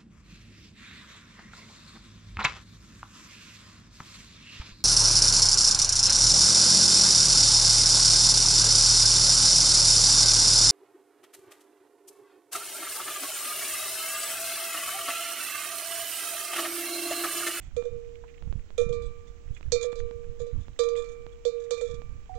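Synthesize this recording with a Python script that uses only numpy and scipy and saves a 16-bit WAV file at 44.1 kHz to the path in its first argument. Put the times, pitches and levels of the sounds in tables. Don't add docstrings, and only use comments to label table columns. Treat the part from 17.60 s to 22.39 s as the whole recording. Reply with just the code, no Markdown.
import sys
import numpy as np
from scipy import signal
from scipy.fft import rfft, irfft
from scipy.io import wavfile
from scipy.ndimage import uniform_filter1d

SR = 44100
rng = np.random.default_rng(int(sys.argv[2]) if len(sys.argv) > 2 else 0)


def int16_out(signal):
    q = np.round(np.clip(np.atleast_2d(signal).T, -1, 1) * 32767)
    wavfile.write(sys.argv[1], SR, q.astype(np.int16))


N = 211044
TIME = np.arange(N) / SR

# [t/s, hum level/dB, twin level/dB, wall ring level/dB, treble level/dB, rim spot 0-2]
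BLOWS = [(0.1654, -31, -22.5, -10.5, -11.5, 0.052), (0.2376, -46.5, -42.5, -51.5, -24.5, 0),
         (0.2523, -68, -26, -33.5, -20, 0), (1.1793, -17, -31.5, -1.5, -1, 0),
         (1.2145, -18.5, -73, -27, -10, 0), (1.291, -24.5, -51, -35, -17.5, 0),
         (1.3266, -32, -59, -10, -16, 1.53), (1.421, -66, -48, -39, -22.5, 2), (2.1204, -19, -28, -6, 4, 1),
         (2.1557, -23.5, -29, -1.5, -23, 1), (2.2298, -46.5, -50, -13, -12.5, 1.5),
         (2.2425, -30.5, -20.5, -17.5, -38.5, 2), (2.356, -31, -72.5, -45, -17, 2),
         (2.7996, -28.5, -36, -22.5, -23.5, 2), (2.8669, -31.5, -84, -54, -25, 2),
         (3.1903, -19.5, -24.5, -2.5, 2.5, 2), (3.2354, -34, -32, -13, -5, 0),
         (3.287, -59, -31.5, -39.5, -10.5, 2), (3.3631, -57.5, -34, -8, -21.5, 0.24),
         (3.3978, -35, -70, -22, -24.5, 2), (3.4423, -41.5, -70.5, -14.5, -23.5, 1.3),
         (3.8511, -25, -19.5, -15.5, -7.5, 1.42), (4.108, -27, -25, -6, -3.5, 1.57),
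         (4.1434, -64, -54, -42, -19, 1), (4.1777, -42.5, -36.5, -7.5, -21, 1),
         (4.211, -28, -24.5, -11, -6, 0), (4.2875, -80, -35, -18.5, -24, 1.87),
         (4.7513, -41, -65.5, -22.5, -25, 2)]
# [f/Hz, level/dB]
CLANG_SPECTRUM = [(700, -12), (1800, -7), (2700, -16.5), (3450, 12), (4200, -1.5), (5200, 1), (6800, 1.5),
                  (8200, -9), (9300, -13.5), (10500, -40), (15500, -27.5)]


def amp(db):
    return 10 ** (np.asarray(db) / 20)


def unit(x):
    return x / np.sqrt(np.mean(x ** 2) + 1e-20)


def read(points, hz):
    f, db = np.transpose(points)
    return np.interp(np.log(hz + 1), np.log(f + 1), db)


def add(mix, s, sound):
    part = mix[max(round(s * SR), 0):][:len(sound)]
    part += sound[:len(part)]


def coloured(points):
    spectrum = rfft(rng.standard_normal(N))
    gain = amp(read(points, np.fft.rfftfreq(N, 1 / SR)))
    return unit(irfft(spectrum * gain, N))


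def ring(t, hz, t60):
    t = np.maximum(t, 0)
    return np.sin(2 * np.pi * hz * t) * np.exp(-np.log(1000) * t / t60)


def resonate(x, hz, width_hz):
    r = np.exp(-np.pi * width_hz / SR)
    return 2 * signal.lfilter([1 - r], [1, -r * np.exp(2j * np.pi * hz / SR)], x).real


def hum(level_db=1.65, knock_db=-8.5, knock_hz=616.0, knock_width_hz=121.0):
    # [f/Hz, t60/s]
    hum_pair = [(470.15, 1.65), (478.3, .28)]
    # [from t/s, to t/s, loss/dB]
    leans = [(1.368, 1.502, 11.5), (2.903, 2.932, 19), (4.388, 4.448, 15.5)]
    cavity_hz, cavity_width_hz = 483.5, 31.5

    loss = amp(sum(db * np.clip((TIME - a) / (b - a), 0, 1) for a, b, db in leans))
    wall = np.zeros(N)
    for s, hum_db, twin_db, *_ in BLOWS:
        first = int(s * SR)
        span = slice(first, first + 3 * SR // 2)
        pair = sum(amp(db) * ring(TIME[span] - s, *mode) for db, mode in zip((hum_db, twin_db), hum_pair))
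        wall[span] += pair * loss[first] / loss[span]
    knock = amp(knock_db) * resonate(wall, knock_hz, knock_width_hz)
    return amp(level_db) * (resonate(wall, cavity_hz, cavity_width_hz) - knock)


def wall_modes(sustain=1.605, touch_db=3.0, ring_touch_db=2.0, low_growth=1.03, tilt_db=-1.5):
    # [f/Hz, t60/s, level at rim spot 0/dB, level at spot 1/dB, level at spot 2/dB]
    modes = [(1180.5, 0.95, -50.0, -52.5, -38.0), (1327.5, 0.55, -51.0, -59.0, -55.0),
             (1818.0, 0.3, -59.0, -73.0, -56.0), (2025.0, 0.3, -67.0, -59.0, -66.0),
             (2334.0, 0.75, -63.0, -44.0, -45.0), (2392.0, 0.5, -42.0, -40.0, -54.0),
             (3477.0, 0.25, -62.0, -61.0, -48.0), (3590.0, 0.2, -50.0, -56.0, -60.0),
             (3673.0, 0.45, -50.0, -42.0, -44.0), (3918.0, 0.4, -55.0, -58.0, -60.0),
             (4017.0, 0.4, -62.0, -52.0, -41.0), (4139.0, 0.35, -63.0, -49.0, -61.0),
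             (4267.0, 0.25, -67.0, -34.0, -58.0), (4580.0, 0.2, -58.0, -47.0, -44.0),
             (4619.0, 0.25, -59.0, -38.0, -52.0), (4778.0, 0.3, -75.0, -61.0, -43.0),
             (4968.0, 0.3, -67.0, -50.0, -53.0), (5128.0, 0.25, -71.0, -45.0, -62.0),
             (5540.0, 0.2, -59.0, -44.0, -62.0), (5711.0, 0.22, -73.0, -39.0, -59.0),
             (6110.0, 0.25, -57.0, -56.0, -53.0), (6643.0, 0.25, -49.0, -40.0, -59.0),
             (6805.0, 0.22, -57.0, -57.0, -54.0), (7125.0, 0.25, -58.0, -50.0, -53.0),
             (7465.0, 0.18, -70.0, -44.0, -63.0), (7995.0, 0.18, -74.0, -52.0, -64.0)]
    hz, t60, *spot_db = np.transpose(modes)
    low, treble = hz < 1500, hz > 3000
    life = t60 * np.where(treble, 1, sustain)
    shapes = ring(TIME[:SR], hz[:, None], life[:, None])
    sign = (-1) ** np.arange(len(hz))
    octaves = np.log2(hz / 6000)
    starts = np.transpose(BLOWS)[0]
    out = np.zeros(N)
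    for s, _, _, ring_db, high_db, spot in BLOWS:
        nearness = np.maximum(1 - abs(np.arange(len(spot_db)) - np.clip(spot, 0, 2)), 0)
        ring_force_db = np.where(low, low_growth * ring_db, ring_db)
        force_db = np.where(treble, high_db + tilt_db * octaves, ring_force_db)
        size = sign * amp(force_db) * (nearness @ amp(spot_db))
        touches = np.searchsorted(starts[starts > s], s + TIME[:SR])
        for group, loss_db in ((~treble, ring_touch_db), (treble, touch_db)):
            add(out, s, amp(-abs(loss_db) * touches) * ((size * group) @ shapes))
    return out


def crowd(t60, count=90):
    hz = np.linspace(700, 9600, count) + rng.uniform(-45, 45, count)
    life = t60 * np.exp(0.21 * rng.standard_normal(count))
    uneven_db = 4.5 * rng.standard_normal(count)
    strength = amp(read(CLANG_SPECTRUM, hz) + uneven_db)
    return strength[:, None] * ring(TIME[:SR // 3], hz[:, None], life[:, None])


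def clang(clang_db=-43.5, crack_db=-34.5, t60=0.11, chatter=0.36, count=3):
    modes, hiss, out = crowd(t60), coloured(CLANG_SPECTRUM), np.zeros(N)
    hardness_db = [-1., 4., 1.]
    snap = np.exp(-TIME[:SR // 3] / .004)
    for s, *_, db, spot in BLOWS:
        force = amp(db + np.interp(spot, range(len(hardness_db)), hardness_db))
        delays = np.r_[0, np.cumsum(rng.uniform(.003, .02, count))]
        shares = np.r_[1, chatter * rng.random(count)]
        for delay, share in zip(delays, shares):
            tail = rng.standard_normal(len(modes)) @ modes
            tail /= np.std(tail[:SR // 50])
            crack = np.roll(hiss, rng.integers(N))[:len(snap)] * snap
            add(out, s + delay, force * share * (amp(clang_db) * tail + amp(crack_db) * crack))
    return out


def clunk(level_db=-62.0, hz=910.0, width_hz=1800.0, fall_s=.012, growth=0.33):
    out, t = np.zeros(N), TIME[:SR // 8]
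    for s, _, _, ring_db, *_ in BLOWS:
        noise = rng.standard_normal(len(t))
        body = unit(resonate(resonate(noise, hz, width_hz), hz, width_hz))
        add(out, s, amp(level_db + growth * ring_db) * body * np.exp(-t / fall_s))
    return out


def scrapes(level_db=-6.0, t60=0.061, slips_per_s=220):
    # [t/s, level/dB, length/s]
    slides = [(0.0, -62.5, 0.086), (1.41, -59, 0.091), (1.653, -61, 0.049), (1.931, -58, 0.049),
              (2.202, -38.5, 0.064), (2.307, -51.5, 0.025), (2.371, -51, 0.032), (2.778, -54, 0.059),
              (2.986, -62.5, .07), (3.349, -45.5, 0.082), (3.445, -59.5, 0.13), (3.713, -60.5, 0.021),
              (3.981, -57.5, 0.08), (4.196, -53, 0.18)]
    modes, out = crowd(t60), np.zeros(N)
    for s, db, length in slides:
        size = int(length * SR)
        taps = rng.standard_normal(N)[:size]
        slipping = rng.random(N)[:size] < slips_per_s / SR
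        slips = taps * (slipping + 0.0092)
        wall = rng.standard_normal(len(modes)) @ modes
        rasp = signal.fftconvolve(slips * signal.windows.tukey(size, .5), wall)
        add(out, s, amp(level_db + db) * rasp / np.std(rasp[:size]))
    return out


def scuffs(width_share=0.42):
    # [t/s, level/dB, centre f/Hz, length/s]
    steps = [(0.0, -65, 2230, 0.091), (0.555, -56.5, 2470, 0.0051), (0.637, -53, 970, 0.013),
             (0.676, -61, 2310, 0.031), (0.739, -60.5, 2350, 0.012), (0.778, -55, 2340, 0.0048),
             (0.875, -59.5, 677, 0.0061), (0.993, -53.5, 1730, 0.003), (1.964, -51, 2240, 0.013),
             (2.028, -45.5, 2320, 0.0025), (2.402, -45, 1550, 0.0022), (3.353, -48, 2560, 0.0081),
             (3.439, -65, 2260, 0.028), (3.98, -64, 2820, 0.0098), (4.48, -75, 1570, 0.01),
             (4.739, -60.5, 2104, 0.0072)]
    out, t = np.zeros(N), TIME[:SR // 6]
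    for s, db, hz, length in steps:
        noise = rng.standard_normal(len(t))
        rub = resonate(resonate(noise, hz, width_share * hz), hz, 2 * width_share * hz)
        u = 3 * t / length
        add(out, s, amp(db) * unit(rub) * u * np.exp(1 - u))
    return out


def grit(level_db=-77.0, grains_per_s=45, spread_db=5.0, grain_s=0.0036):
    out, t = np.zeros(N), TIME[:SR // 25]
    for hz in np.geomspace(1400, 3200, 8):
        chance, size = rng.random(N), np.minimum(rng.exponential(1, N), 2)
        grain = resonate(rng.standard_normal(len(t)) * np.exp(-t / grain_s), hz, hz / 2)
        grain = unit(resonate(grain, hz, hz / 2))
        hits = (chance < grains_per_s / 8 / SR) * amp(spread_db * size)
        out += signal.oaconvolve(hits, grain)[:N]
    return amp(level_db) * unit(out)


def ticks(top_hz=4500, fall_s=.0006):
    # [t/s, level/dB]
    clicks = [(0.225, -33.5), (0.8245, -34.5), (0.9266, -30.5), (1.105, -35.5), (2.01, -35), (2.330, -29.5),
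              (2.5112, -32.5), (3.083, -34.5), (3.666, -32), (4.4192, -34)]
    out = np.zeros(N)
    for s, db in clicks:
        add(out, s, -amp(db) * np.exp(-TIME[:SR // 100] / fall_s))
    return signal.sosfilt(signal.butter(4, top_hz, fs=SR, output="sos"), out)


def dull(x, top_hz=8960.0, unfiltered_db=-8.5, order=10):
    low_pass = signal.butter(order, top_hz, fs=SR, output="sos")
    return signal.sosfilt(low_pass, x) + amp(unfiltered_db) * x


def other_bell(hz=743, t60=0.78, knock_hz=854.0, knock_t60=0.014):
    # [t/s, level/dB]
    strikes = [(-.36, -41), (4.694, -39.5)]
    return sum(amp(db) * (ring(TIME - s, hz, t60) - ring(TIME - s, knock_hz, knock_t60)) for s, db in strikes)


def buffets():
    # [t/s, level/dB, length/s]
    bumps = [(.876, -32, 0.0024), (0.906, -23.5, 0.0059), (.959, -25, 0.0029), (1.267, -27, 0.0023),
             (1.31, -27.5, 0.0027), (1.462, -30.5, 0.01), (1.91, -28, 0.0031), (2.083, -27.5, 0.0035),
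             (2.935, -28.5, 0.0038), (4.341, -31.5, 0.0029)]
    out = np.zeros(N)
    for s, db, length in bumps:
        u = (TIME - s) / length
        out -= 2 * amp(db) * u * np.exp(-u ** 2)
    return out


def wind(gust_db=1.0, rumble_db=2.5, flutter_db=-14.0, flutter_growth=1.43, eddy_db=2.0):
    # [t/s, level/dB]
    breeze = [(0, -44), (.65, -47), (1.8, -45.5), (2.6, -47.5), (3.75, -46), (3.85, -60), (4.15, -55),
              (4.4, -46.5)]
    # [start t/s, length/s, level/dB]
    gusts = [(0.049, 0.055, -42), (0.146, 0.04, -38), (0.309, 0.074, -40.5), (0.819, 0.19, -38.5),
             (1.193, 0.32, -39), (1.859, 0.11, -42), (2.04, 0.136, -40), (2.339, 0.026, -43),
             (2.391, 0.081, -39), (2.543, 0.14, -44), (2.663, 0.061, -39.5), (2.791, 0.066, -40),
             (2.926, 0.094, -33.5), (3.085, 0.047, -42.5), (3.246, 0.064, -52.5), (4.279, 0.14, -41.5),
             (4.434, 0.168, -42.5), (4.733, 0.06, -42)]
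    # [f/Hz, level/dB]
    rumble_spectrum = [(10, 8), (25, 2), (55, 0), (85, -3), (130, -27.5), (300, -92.5)]
    flutter_spectrum = [(40, -28.5), (90, 1), (130, 1), (200, -9), (300, -18.5), (500, -46), (1200, -36),
                        (4000, -88.5)]
    gust_edge_s = 0.04

    eddies = unit(uniform_filter1d(uniform_filter1d(rng.standard_normal(N), size=3000), size=2000))
    strength = amp(np.interp(TIME, *np.transpose(breeze)) + eddy_db * (np.minimum(eddies, 2) - 2))
    for s, length, db in gusts:
        inside = np.minimum(TIME - s, s + length - TIME)
        gust = amp(gust_db + db) * np.clip(.5 + inside / gust_edge_s, 0, 1)
        strength = np.hypot(strength, gust)
    flutter = strength * (strength / np.mean(strength)) ** (flutter_growth - 1)
    rumble_sound = amp(rumble_db) * strength * coloured(rumble_spectrum)
    return rumble_sound + amp(flutter_db) * flutter * coloured(flutter_spectrum)


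def air(level_db=-60.5):
    # [f/Hz, level/dB]
    air_spectrum = [(100, 17.5), (400, 6.5), (900, -1.5), (1500, -2.5), (2300, -2), (3300, -5.5),
                    (4600, -11), (7000, -5.5), (8400, -15.5), (9800, -41.5), (14000, -32), (15500, -16)]
    return amp(level_db) * coloured(air_spectrum)


def scene(right_db=5.0, leak_db=-43.5, left_hiss_db=-64.5, left_wind_db=-50.0):
    # [f/Hz, level/dB]
    left_hiss = [(50, 17), (150, 13.5), (400, 6), (1000, 0), (2500, -5), (6500, -10.5), (9000, -29.5),
                 (14000, -29.5), (15500, -16.5)]
    left_rumble = [(10, -8.5), (25, 3), (55, -7), (80, -16), (110, -27), (250, -78)]
    bell = hum() + clunk() + dull(wall_modes() + clang() + scrapes())
    ground = dull(scuffs() + grit()) + ticks()
    sound = bell + other_bell() + ground + wind() + buffets() + air()
    left = amp(leak_db) * sound
    left += amp(left_hiss_db) * coloured(left_hiss)
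    left += amp(left_wind_db) * coloured(left_rumble)
    return np.array([left, amp(right_db) * sound])


def record(dry, edge_hz=16000):
    band = signal.firwin(511, edge_hz, window=("kaiser", 9), fs=SR)
    return signal.oaconvolve(dry, band[None], "same")


dry = scene()
out = record(dry)
int16_out(out)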